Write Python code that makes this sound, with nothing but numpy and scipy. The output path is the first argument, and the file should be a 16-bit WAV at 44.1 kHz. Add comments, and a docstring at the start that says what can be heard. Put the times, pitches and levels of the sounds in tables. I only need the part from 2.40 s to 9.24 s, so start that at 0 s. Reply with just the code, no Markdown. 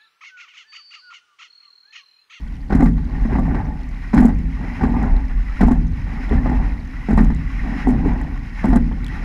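"""A single scull rowed at racing pace, heard from a camera mounted on its deck as water rushes along the hull.
Five strokes pass. At each finish the oars twist and knock in their oarlocks, and the hollow hull booms.
Then the seat rolls forward; at the catch the oars knock again, the blades gurgle and the hull hums in the drive.
Knocks are decaying modes, the rest is shaped noise, grains and bubbles under swells timed to the strokes.
Throughout, the mount rumbles, hard knocks make the camera housing buzz, and drips and bubbles dot the water."""
import sys
import numpy as np
from scipy import signal
from scipy.fft import rfft, irfft, next_fast_len
from scipy.io import wavfile
from scipy.ndimage import uniform_filter1d, map_coordinates

SR = 44100
rng = np.random.default_rng(int(sys.argv[2]) if len(sys.argv) > 2 else 0)


def unload_wav(signal):
    """Save mono or channel-first audio to the path in sys.argv[1] as 16-bit WAV at rate SR, clipped to [-1, 1]."""
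    wavfile.write(
        sys.argv[1],
        SR,
        np.round(np.clip(np.atleast_2d(signal).T, -1, 1) * 32767).astype(np.int16),
    )


N = 301644

# Oars knocking in their oarlocks. Each row: start in seconds, rigger level in dB, sleeve scrape level in dB,
# hull level in dB, hull pitch in Hz, hollow overtone in dB relative to the hull.
KNOCK_EVENTS = [(.303, -17.5, -18.5, -10.5, 223, -16), (0.323, -10.5, -18.5, -4.5, 217.6, -13.5),
                (.347, -36, -21.5, -4, 243, -20.5), (.402, -16.5, -18.5, -4, 255.6, -26),
                (.423, -11, -32, -0.5, 249, -17.5), (0.457, -22, -21.5, -6, 236, -35),
                (.578, -29, -35, -19.5, 218, -29), (.851, -24.5, -27, -8.5, 227, -26),
                (.925, -23, -24, -14, 236, -7), (.953, -13.5, -24, -15.5, 233, -19),
                (.986, -12.5, -32, -9.5, 222, -17), (1.08, -19, -44, -20, 238, -17),
                (1.144, -18, -22, -20, 234, -21), (1.279, -36, -47, -16.5, 250, -26),
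                (1.732, -17, -18.5, -12.5, 220, -24.5), (1.737, -17.5, -27, -2, 227, -35),
                (1.765, -13, -23, -3.5, 183.5, -25), (1.776, -15, -12, -2, 262, -18.5),
                (1.803, -30, -47, 0, 224.6, -32), (1.823, -12, -21, -5, 246, -16),
                (1.847, -14, -31, 1, 229.3, -17.5), (1.89, -17, -27.5, -14.5, 211.5, -19),
                (2.41, -16.5, -20, -17.5, 241, -18), (2.434, -14, -18, -6.5, 226, -18),
                (2.486, -27, -35.5, -11, 239, -28), (2.54, -18.5, -39, -13, 243, -25),
                (2.565, -17, -33, -12, 235, -26), (2.634, -20, -24, -13.5, 230, -28),
                (3.208, -10, -16.5, -4, 194.5, -21), (3.23, -11, -22, -1.5, 235.7, -13),
                (3.267, -32, -42, -4.5, 233, -35), (3.283, -9, -44, -12, 219, -27),
                (3.309, -18, -23.5, -3.5, 252, -25), (3.911, -23.5, -34, -10, 240, -6),
                (3.925, -22, -24, -10.5, 246, -7.5), (4.058, -13, -26.5, -17, 250, -23),
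                (4.094, -24, -27, -8.5, 235, -21), (4.118, -18.5, -32, -20.5, 238, -22),
                (4.686, -17.5, -31.5, -7, 204.5, -11.5), (4.705, -13.5, -27, -6, 206, -18),
                (4.728, -33, -35, -2.5, 233, -16), (4.776, -7.5, -15.5, -2, 215, -19.5),
                (4.804, -33, -32, -0.5, 223, -30), (4.839, -29, -41, -11.5, 213, -23),
                (4.901, -22, -25, -10, 220, -35), (5.471, -11, -36, -5, 249.5, -14),
                (5.487, -23, -35, -3.5, 251, -16), (5.656, -25, -32.5, -7.5, 282.3, -6.5),
                (6.242, -11.5, -22.5, -4.5, 211, -26), (6.283, -31, -35, -6, 256.6, -27.5),
                (6.327, -10.5, -22, -7.5, 232.4, -19), (6.356, -14, -21, 0, 216.6, -22),
                (6.513, -25, -31, -16, 213, -28)]
# Bright tone of the camera housing, fittings and splats. Each row: frequency in Hz, relative level in dB.
HOUSING_TONE = [(1000, -27.5), (3000, -3.5), (5000, -8.5), (6300, -3), (7700, -1.5), (8800, -8.5),
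                (10200, -5), (13000, -17), (15500, -32)]
# Stray low bumps between the knocks. Each row: time in seconds, mount sway in dB, air buffeting in dB.
LOW_BUMPS = [(.8, -15.5, -25), (2.72, -13, -34), (2.951, -13, -28), (3.94, -17, -14.5), (4.18, -17, -22.5),
             (5.181, -22, -30), (5.67, -18, -22)]


def amp(db):
    """Decibels to gain."""
    return 10 ** (np.asarray(db) / 20)


def unit(x):
    """Scale to rms 1."""
    return x / np.sqrt(np.mean(x ** 2) + 1e-20)


def crest(x):
    """Scale to peak 1."""
    return x / np.max(np.abs(x))


def decay(t, t60):
    """Exponential fade that falls 60 dB in t60 seconds."""
    return amp(-60 * t / t60)


def onset(t, rise_s):
    """Soft start with time constant rise_s."""
    return 1 - np.exp(-t / rise_s)


def add(track, s, sound):
    """Mix a sound into a track at time s."""
    part = track[max(0, round(s * SR)):][:len(sound)]
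    part += sound[:len(part)]


def wobble(rate):
    """A smooth random curve, rate knots a second."""
    knots = rng.standard_normal(int(N * rate / SR) + 4)
    return map_coordinates(knots, [np.arange(N) * rate / SR])


def colour(x, points):
    """Causal minimum-phase filter with the gain of the (Hz, dB) points, built by folding the cepstrum."""
    m = 2 * next_fast_len(len(x) // 2 + 4096)
    hz, db = np.transpose(points)
    f = np.fft.rfftfreq(m, 1 / SR)
    gain = amp(np.interp(np.log(f + 1), np.log(hz), db))
    cepstrum = irfft(np.log(gain))
    cepstrum[1:m // 2] *= 2
    cepstrum[m // 2 + 1:] = 0
    return irfft(rfft(x, m) * np.exp(rfft(cepstrum)))[:len(x)]


def even_out(x, count):
    """Even out the level of a noise over count samples."""
    power = np.abs(uniform_filter1d(unit(x) ** 2, size=count))
    return x / np.sqrt(power + 0.024) / np.std(x)


def grains(rate, spread_db):
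    """Random impulses of uneven size, on average rate a second, rms 1."""
    hits = rng.random(N) < rate / SR
    return unit(hits * rng.standard_normal(N) * amp(spread_db * rng.standard_normal(N)))


def ring(modes, t, scatter_db, detune):
    """Decaying modes, with new strengths and slightly new pitches at each blow."""
    hz, db, t60 = np.transpose(modes)[:, :, None]
    size, shift, phase = rng.standard_normal((3, len(modes), 1))
    envelope = amp(db + scatter_db * size - 60 * t / t60)
    tone = np.sin(2 * np.pi * (hz * (1 + detune * shift) * t + phase))
    return np.sum(envelope * tone, axis=0)


def through_deck(x):
    """Sound carried by the thin carbon deck is boosted at its resonances and thinned at its nulls."""
    # Each row: centre in Hz, width in Hz, boost or cut in dB.
    deck_peaks = [(415, 27, 6), (524, 72, -4), (572, 32, 4), (774, 74, 5), (861.5, 9.7, 8),
                  (1060, 20, -4.5), (1275, 100, -6.5), (1500, 68, 2), (1860, 66, 4), (2700, 160, 2.5),
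                  (3640, 330, -10.5), (3890, 190, 6), (4500, 180, -20), (5210, 200, 7)]
    m = next_fast_len(N + SR // 2)
    f = np.fft.rfftfreq(m, 1 / SR)
    response = np.ones(len(f), dtype=complex)
    for hz, width, db in deck_peaks:
        damping = 1j * f * width
        response *= 1 + (amp(db) - 1) * damping / (hz * hz - f * f + damping)
    return irfft(rfft(x, m) * response, m)[:N]


def froth(pitch_hz, spread, cycles, count):
    """A crowd of small rising bubbles of uneven pitch and size, each dying over the given cycles, rms 1."""
    t = np.arange(SR // 50) / SR
    pitch, size = rng.standard_normal((count, 2)).T[:, :, None]
    hz = np.clip(pitch_hz * np.exp(spread * pitch), 500, 12000)
    envelope = amp(3.5 * np.clip(size, -2, 2) - 60 * t * hz / cycles)
    plinks = envelope * np.sin(2 * np.pi * hz * (t + t * t))
    where = rng.integers(0, N, (count, 1)) + np.arange(len(t))
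    return unit(np.bincount(where.ravel(), plinks.ravel(), N)[:N])


def swell(starts, db, attack_s, hold_s, release_s):
    """Power of a swell at each start time; attack and release each span 20 dB."""
    steps = np.arange(0, N, SR // 1000)
    t = steps / SR - np.reshape(starts, (-1, 1))
    before = np.maximum(-t, 0) / attack_s
    after = np.maximum(t - np.reshape(hold_s, (-1, 1)), 0) / release_s
    power = amp(np.reshape(db, (-1, 1)) - 20 * (before + after)) ** 2
    return np.interp(np.arange(N), steps, np.sum(power, axis=0))


def together(*powers, rest_db):
    """Level in dB of several swells over a resting level."""
    return 10 * np.log10(sum(powers) + amp(rest_db) ** 2)


def oarlocks():
    """Each contact rings the rigger, one mode added on top, and the sleeve scrapes on as it seats itself."""
    # Modes of oarlock and rigger. Each row: frequency in Hz, relative level in dB, 60 dB decay in seconds.
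    rigger_modes = [(535, -6, 0.17), (679.3, -1.5, 0.12), (763, 4.5, 0.094), (866, 3.5, 0.099),
                    (905, -29.5, 0.05), (1041, -5, 0.083), (1170, -6.5, 0.15), (1250, -14, 0.06),
                    (1640, -23.5, .03), (1900, -25, 0.12), (2050, -5, 0.023)]
    # Scrape tone. Each row: frequency in Hz, relative level in dB.
    scrape_tone = [(150, -26.5), (330, 11.5), (550, -11), (850, -5), (1200, -5.5), (2000, -6),
                   (2800, -26.5), (4500, -30), (9000, -47.5), (15000, -96.5)]
    rings, scrapes, t = np.zeros(N), np.zeros(N), np.arange(SR // 6) / SR
    for s, db, scrape_db, *_ in KNOCK_EVENTS:
        hz = 790 * np.exp(0.085 * rng.standard_normal())  # the main ring shifts from blow to blow
        main = np.sin(2 * np.pi * hz * t) * decay(t, 0.02)
        others = crest(ring(rigger_modes, t, scatter_db=4.5, detune=0.015))
        metal = crest((main + 0.49 * others) * onset(t, .001))
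        noise = rng.standard_normal(len(t))
        # the scrape's level jumps every 2 ms
        jumps = np.repeat(rng.standard_normal(len(t)), repeats=SR // 500)[:len(t)]
        slips = noise * amp(2.7 * jumps) * onset(t, .0015) * decay(t, 0.12)
        add(rings, s, amp(db - 4.5) * metal)
        add(scrapes, s, amp(scrape_db) * crest(colour(slips, scrape_tone)))
    return rings + through_deck(scrapes)


def hull_knocks():
    """Each blow flexes the deck for a few cycles with a hollow overtone; the hull takes up energy and rings on."""
    # The hollow hull. Each row: frequency in Hz, relative level in dB, 60 dB decay in seconds.
    hull_modes = [(160.6, -9, 0.89), (217.8, -8, 0.4), (239.2, 0.5, .3), (262.8, 0.5, 0.16),
                  (309.5, -16.5, 0.081), (416, -24.5, 0.13)]
    # Stiffer bending modes of the deck, in the same columns: Hz, dB, seconds.
    bending_modes = [(362, -3.5, 0.062), (404, 5, 0.035), (423.4, -11.5, 0.079)]
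    out, t = np.zeros(N), np.arange(SR // 2) / SR
    for s, _, _, db, hz, overtone_db in KNOCK_EVENTS:
        flex = crest(np.sin(2 * np.pi * hz * t) * onset(t, 0.0028) ** 2 * decay(t, 0.069))
        hollow = crest(ring(bending_modes, t, scatter_db=3, detune=0.012) * onset(t, 0.0018))
        boom = crest(ring(hull_modes, t, scatter_db=3, detune=0.0092) * onset(t, .015))
        add(out, s, amp(db - 3) * flex + amp(db + overtone_db - 2.0) * hollow + amp(db - 11) * boom)
    return out


def feathering(finish, finish_db):
    """The sleeves rattle as the blades are pulled out, and again as they are turned flat."""
    # Rattle of the sleeves. Each row: frequency in Hz, relative level in dB.
    rattle_tone = [(250, -30), (500, 0), (850, -2.5), (1300, -3), (2000, -11), (2800, -29.5), (4500, -35.5),
                   (9000, -39.5), (15000, -77.5)]
    pull = swell(finish + 0.0023, db=finish_db - 34, attack_s=.008, hold_s=0.038, release_s=.06)
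    turn = swell(finish + 0.088, db=finish_db - 39, attack_s=0.023, hold_s=0.064, release_s=.06)
    rattle = unit(through_deck(colour(grains(700, spread_db=6), rattle_tone)))
    return np.sqrt(pull + turn) * rattle


def housing(deck):
    """The camera housing ticks at each crest of the deck's swing that exceeds its slack."""
    slack = .15  # deck amplitude
    swing = np.abs(uniform_filter1d(deck, size=SR // 1000))
    crests = signal.argrelmax(swing, order=40)[0]
    taps = np.zeros(N)
    taps[crests] = np.tanh(np.maximum(swing[crests] - slack, 0) / 0.56)
    taps *= amp(5 * rng.uniform(-1, 1, N))  # uneven by up to 5 dB either way
    contact = decay(np.arange(SR // 200) / SR, .0013)
    chatter = signal.fftconvolve(taps, contact)[:N] * rng.standard_normal(N)
    return amp(-23) * colour(chatter, HOUSING_TONE)


def ticks():
    """Loose fittings give short bright ticks: noise that dies within milliseconds."""
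    # Each row: start in seconds, peak level in dB.
    tick_events = [(.424, -42), (0.4609, -33.5), (1.747, -29), (1.786, -33), (1.81, -36), (1.8552, -26.5),
                   (1.989, -42), (2.6294, -37), (3.2126, -30), (4.775, -34), (4.8474, -30), (4.9486, -33),
                   (5.815, -40), (6.258, -30), (6.3603, -25.5)]
    out, t = np.zeros(N), np.arange(SR // 30) / SR
    for s, db in tick_events:
        burst = rng.standard_normal(len(t)) * decay(t, .002)
        add(out, s, amp(db) * crest(colour(burst, HOUSING_TONE)))
    return out


def grind_level(finish, catch, slide_db, drive_db):
    """The collars twist at the finish; the seat rolls up to the catch and is pushed away under load."""
    feather = swell(finish + .015, db=-38.5, attack_s=0.02, hold_s=0.11, release_s=0.14)
    slide = swell(catch - .17, db=slide_db - 43.0, attack_s=0.11, hold_s=0.079, release_s=0.18)
    entry = swell(catch + 0.024, db=-37.5, attack_s=0.065, hold_s=0.062, release_s=.15)
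    push = swell(catch + 0.21, db=drive_db - 37, attack_s=0.19, hold_s=0.078, release_s=0.27)
    return together(feather, slide, entry, push, rest_db=-58)


def grinding(grind_db):
    """Seat wheels and twisting collars feed a stream of small jolts into the frame."""
    # Each row: frequency in Hz, relative level in dB.
    grind_tone = [(250, -25), (360, 2), (520, -4), (680, 1.5), (830, 4), (1000, 1), (1300, -7.5),
                  (1900, -6.5), (2600, -21.5), (4000, -53.5), (12000, -100)]
    jolts = grains(900, spread_db=-1) + 0.88 * rng.standard_normal(N)
    uneven_db = wobble(40)
    return amp(grind_db + 3.0 + uneven_db) * unit(through_deck(colour(jolts, grind_tone)))


def drone_level(finish, catch, finish_db, slide_db, drive_db):
    """The hull hums on after each finish, under the sliding seat, and through the leg drive."""
    feather = swell(finish + 0.031, db=finish_db - 23.5, attack_s=0.052, hold_s=.1, release_s=0.39)
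    slide = swell(catch - .18, db=slide_db - 30.5, attack_s=0.14, hold_s=0.11, release_s=0.08)
    push = swell(catch + .04, db=drive_db - 24.5, attack_s=0.11, hold_s=.19, release_s=0.41)
    return together(feather, slide, push, rest_db=-40.5)


def drone(drone_db):
    """The hull hums under the rolling seat and the slapping water."""
    # Each row: frequency in Hz, relative level in dB.
    hum_tone = [(60, -32), (95, -1.5), (125, -10.5), (158, 1.5), (190, -2.5), (235, 1), (270, 1.5),
                (310, -11), (420, -24.5), (520, -24.5), (1000, -73.5), (4000, -145)]
    hum = even_out(colour(rng.standard_normal(N), hum_tone), count=SR // 25)
    return amp(drone_db + 1.5) * hum


def gurgle(catch):
    """The buried blades drag air under, which breaks up into low bubbles through the drive."""
    power = swell(catch + 0.024, db=-42, attack_s=0.086, hold_s=0.23, release_s=0.33)
    low_bubbles = froth(pitch_hz=904, spread=.35, cycles=19, count=500)
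    return np.sqrt(power) * unit(through_deck(low_bubbles))


def rush_level(finish, catch):
    """The boat speeds up through the drive, surges again as the rower slides back, and the buried blades churn."""
    # Uneven loudness of the water rush from moment to moment, added to the stroke swells.
    # Each row: time in seconds, gain in dB.
    rush_curve = [(0, -3), (.28, -16), (.55, -9), (.9, -4), (1.9, -2.5), (2.9, -.5), (3.2, 0), (3.55, -3),
                  (4.1, 1), (4.5, -0.5), (5.0, 1.5), (5.4, 0.5), (5.8, -0.5), (6.2, 0.5), (6.84, -0.5)]
    drive = swell(finish, db=-43.5, attack_s=0.49, hold_s=0.017, release_s=0.19)
    surge_from = finish + .5
    surge = swell(surge_from, db=-43, attack_s=0.4, hold_s=catch - surge_from, release_s=0.31)
    churn = swell(catch + 0.14, db=-45.0, attack_s=0.042, hold_s=0.013, release_s=0.62)
    uneven_db = np.interp(np.arange(N) / SR, *np.transpose(rush_curve))
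    return together(drive, surge, churn, rest_db=-51) + uneven_db


def water(rush_db):
    """Fizz and bubbles along the hull, stronger as the boat runs faster, over a faint steady hiss and spray."""
    # Rush along the hull. Each row: frequency in Hz, relative level in dB.
    rush_tone = [(300, -26), (850, -7.5), (1100, -1.5), (1650, -3.5), (1980, 3.5), (2500, -6.5),
                 (3200, -15.5), (4200, -20), (5200, -21), (6800, -26), (8000, -36.5), (10700, -33),
                 (13000, -44.5), (15000, -77.5)]
    # Steady hiss, in the same columns: Hz, dB.
    hiss_tone = [(2000, 6), (6000, -3), (8000, -9), (10700, -9), (12500, -14.5), (14500, -13), (15500, -22)]
    bubbles = froth(pitch_hz=2390, spread=.6, cycles=58, count=2200)
    fizz = unit(colour(rng.standard_normal(N), rush_tone))
    wash = fizz + .7 * unit(colour(bubbles, rush_tone))
    hiss = amp(-60) * unit(colour(rng.standard_normal(N), hiss_tone))
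    spray = amp(-65.5) * froth(pitch_hz=4500, spread=.22, cycles=35, count=700)  # fine droplets
    flicker_db = 1.8 * wobble(25)
    return amp(rush_db + 3.5 + flicker_db) * unit(through_deck(wash)) + hiss + spray


def bubble(t, hz, t60, rise):
    """A bubble rings and rises in pitch as it nears the surface, by the fraction rise each second."""
    tone = np.sin(2 * np.pi * hz * (t + rise * t * t / 2))
    return crest(tone * decay(t, t60) * onset(t, 0.00082))


def drips():
    """Drops near the deck splat and trap a tiny bubble; larger bubbles burst beside the hull with a plink."""
    # Each row: start in seconds, level in dB, starting bubble pitch in Hz, relative splat level in dB,
    # 60 dB decay of the bubble in seconds.
    drop_events = [(0.167, -50, 2800, -20, 0.0078), (1.1962, -47.5, 2810, -24, 0.0077),
                   (2.7658, -40, 3900, -28, 0.0065), (3.8938, -41, 3350, -20, 0.0062),
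                   (6.645, -37, 3800, -18, 0.0073), (6.6652, -33.5, 3230, -16, 0.007),
                   (6.682, -37.5, 3050, -18, 0.0064)]
    # Larger bubbles. Each row: start in seconds, level in dB, starting pitch in Hz.
    bubble_events = [(0.7514, -23, 1830), (2.4159, -22, 1880), (3.0959, -26, 1290), (3.9794, -19, 1760),
                     (5.453, -22, 1920), (6.7007, -20, 1945)]
    out, t = np.zeros(N), np.arange(SR // 15) / SR
    for s, db, hz, splat_db, t60 in drop_events:
        splat = crest(colour(rng.standard_normal(len(t)) * decay(t, 0.0066), HOUSING_TONE))
        plip = bubble(t, hz, t60=t60, rise=25)
        add(out, s, amp(db + 2) * (plip + amp(splat_db + 15.0) * splat))
    for s, db, hz in bubble_events:
        add(out, s, amp(db - 12) * bubble(t, hz, t60=0.082, rise=0.69))
    return out


def sway_level(finish, catch):
    """The mount is shaken hard at the finish, lightly at the catch, and by stray bumps."""
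    s, db, _ = np.transpose(LOW_BUMPS)
    shake = swell(finish + 0.039, db=-15, attack_s=0.052, hold_s=.12, release_s=0.21)
    check = swell(catch + .02, db=-24, attack_s=.1, hold_s=0.11, release_s=0.26)
    stray = swell(s, db, attack_s=0.12, hold_s=0.02, release_s=0.18)
    return together(shake, check, stray, rest_db=-28.5) + 1.6 * wobble(9)


def buffet_level(finish, catch, gust_db):
    """Each change of the boat's speed stirs the air at the camera."""
    s, _, db = np.transpose(LOW_BUMPS)
    jolt = swell(finish + 0.038, db=gust_db - 18.0, attack_s=0.013, hold_s=0.03, release_s=0.18)
    glide = swell(finish + .2, db=gust_db - 22.0, attack_s=0.22, hold_s=0.093, release_s=0.46)
    push = swell(catch + 0.025, db=-20.5, attack_s=0.077, hold_s=0.24, release_s=0.44)
    stray = swell(s, db, attack_s=0.026, hold_s=0.017, release_s=.1)
    return together(jolt, glide, push, stray, rest_db=-32.5)


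def rumble(sway_db, buffet_db):
    """The camera sways on its springy mount, and moving air buffets the housing."""
    # Mount sway. Each row: frequency in Hz, relative level in dB.
    sway_tone = [(12, -18.5), (24, -12), (31, -7), (37.5, 6.5), (46, -1), (58, -14.5), (100, -44),
                 (200, -81.5), (1000, -145)]
    # Air buffeting, in the same columns: Hz, dB.
    buffet_tone = [(30, -26.5), (48, 1), (58, -0.5), (70, -8), (95, -15), (130, -16), (180, -23.5),
                   (400, -74), (2500, -145)]
    sway = even_out(colour(rng.standard_normal(N), sway_tone), count=SR // 10)
    buffet = even_out(colour(rng.standard_normal(N), buffet_tone), count=SR // 12)
    return amp(sway_db + 1.0) * sway + amp(buffet_db) * buffet


def scene():
    """Knocks and grinding travel through the deck to the camera; water and air surround it."""
    # One row per stroke; the blades leave the water at the finish and enter it again at the catch.
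    # Each row: finish in seconds, catch in seconds, then relative levels in dB of the finish,
    # of the seat's slide, of the leg drive and of the gusts.
    stroke_rows = [(0.3, 0.893, 2, -1.5, 0.5, 1.5), (1.737, 2.39, 1, -1, 1, 1),
                   (3.196, 3.893, -1.5, -3, -0.5, 1.5), (4.691, 5.446, -1, 3, 1, 2.5),
                   (6.231, 6.94, 2.5, -4.5, -3, -2)]
    finish, catch, finish_db, slide_db, drive_db, gust_db = np.transpose(stroke_rows)
    hum = drone(drone_level(finish, catch, finish_db, slide_db, drive_db))
    seat = grinding(grind_level(finish, catch, slide_db, drive_db))
    deck = hull_knocks() + oarlocks() + feathering(finish, finish_db) + hum + seat
    fittings = housing(deck) + ticks()
    wet = drips() + gurgle(catch) + water(rush_level(finish, catch))
    air = rumble(sway_level(finish, catch), buffet_level(finish, catch, gust_db))
    return (deck + fittings + wet + air)[None]


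def record(dry):
    """The camera rounds off the highest peaks and keeps nothing above its band limit."""
    top_hz = 15500
    held = dry / (1 + np.abs(dry / .95) ** 8) ** (1 / 8)
    m = next_fast_len(N + SR // 2)
    passed = np.fft.rfftfreq(m, 1 / SR) < top_hz
    return irfft(rfft(held, m) * passed, m)[..., :N]


dry = scene()
out = record(dry)
unload_wav(out)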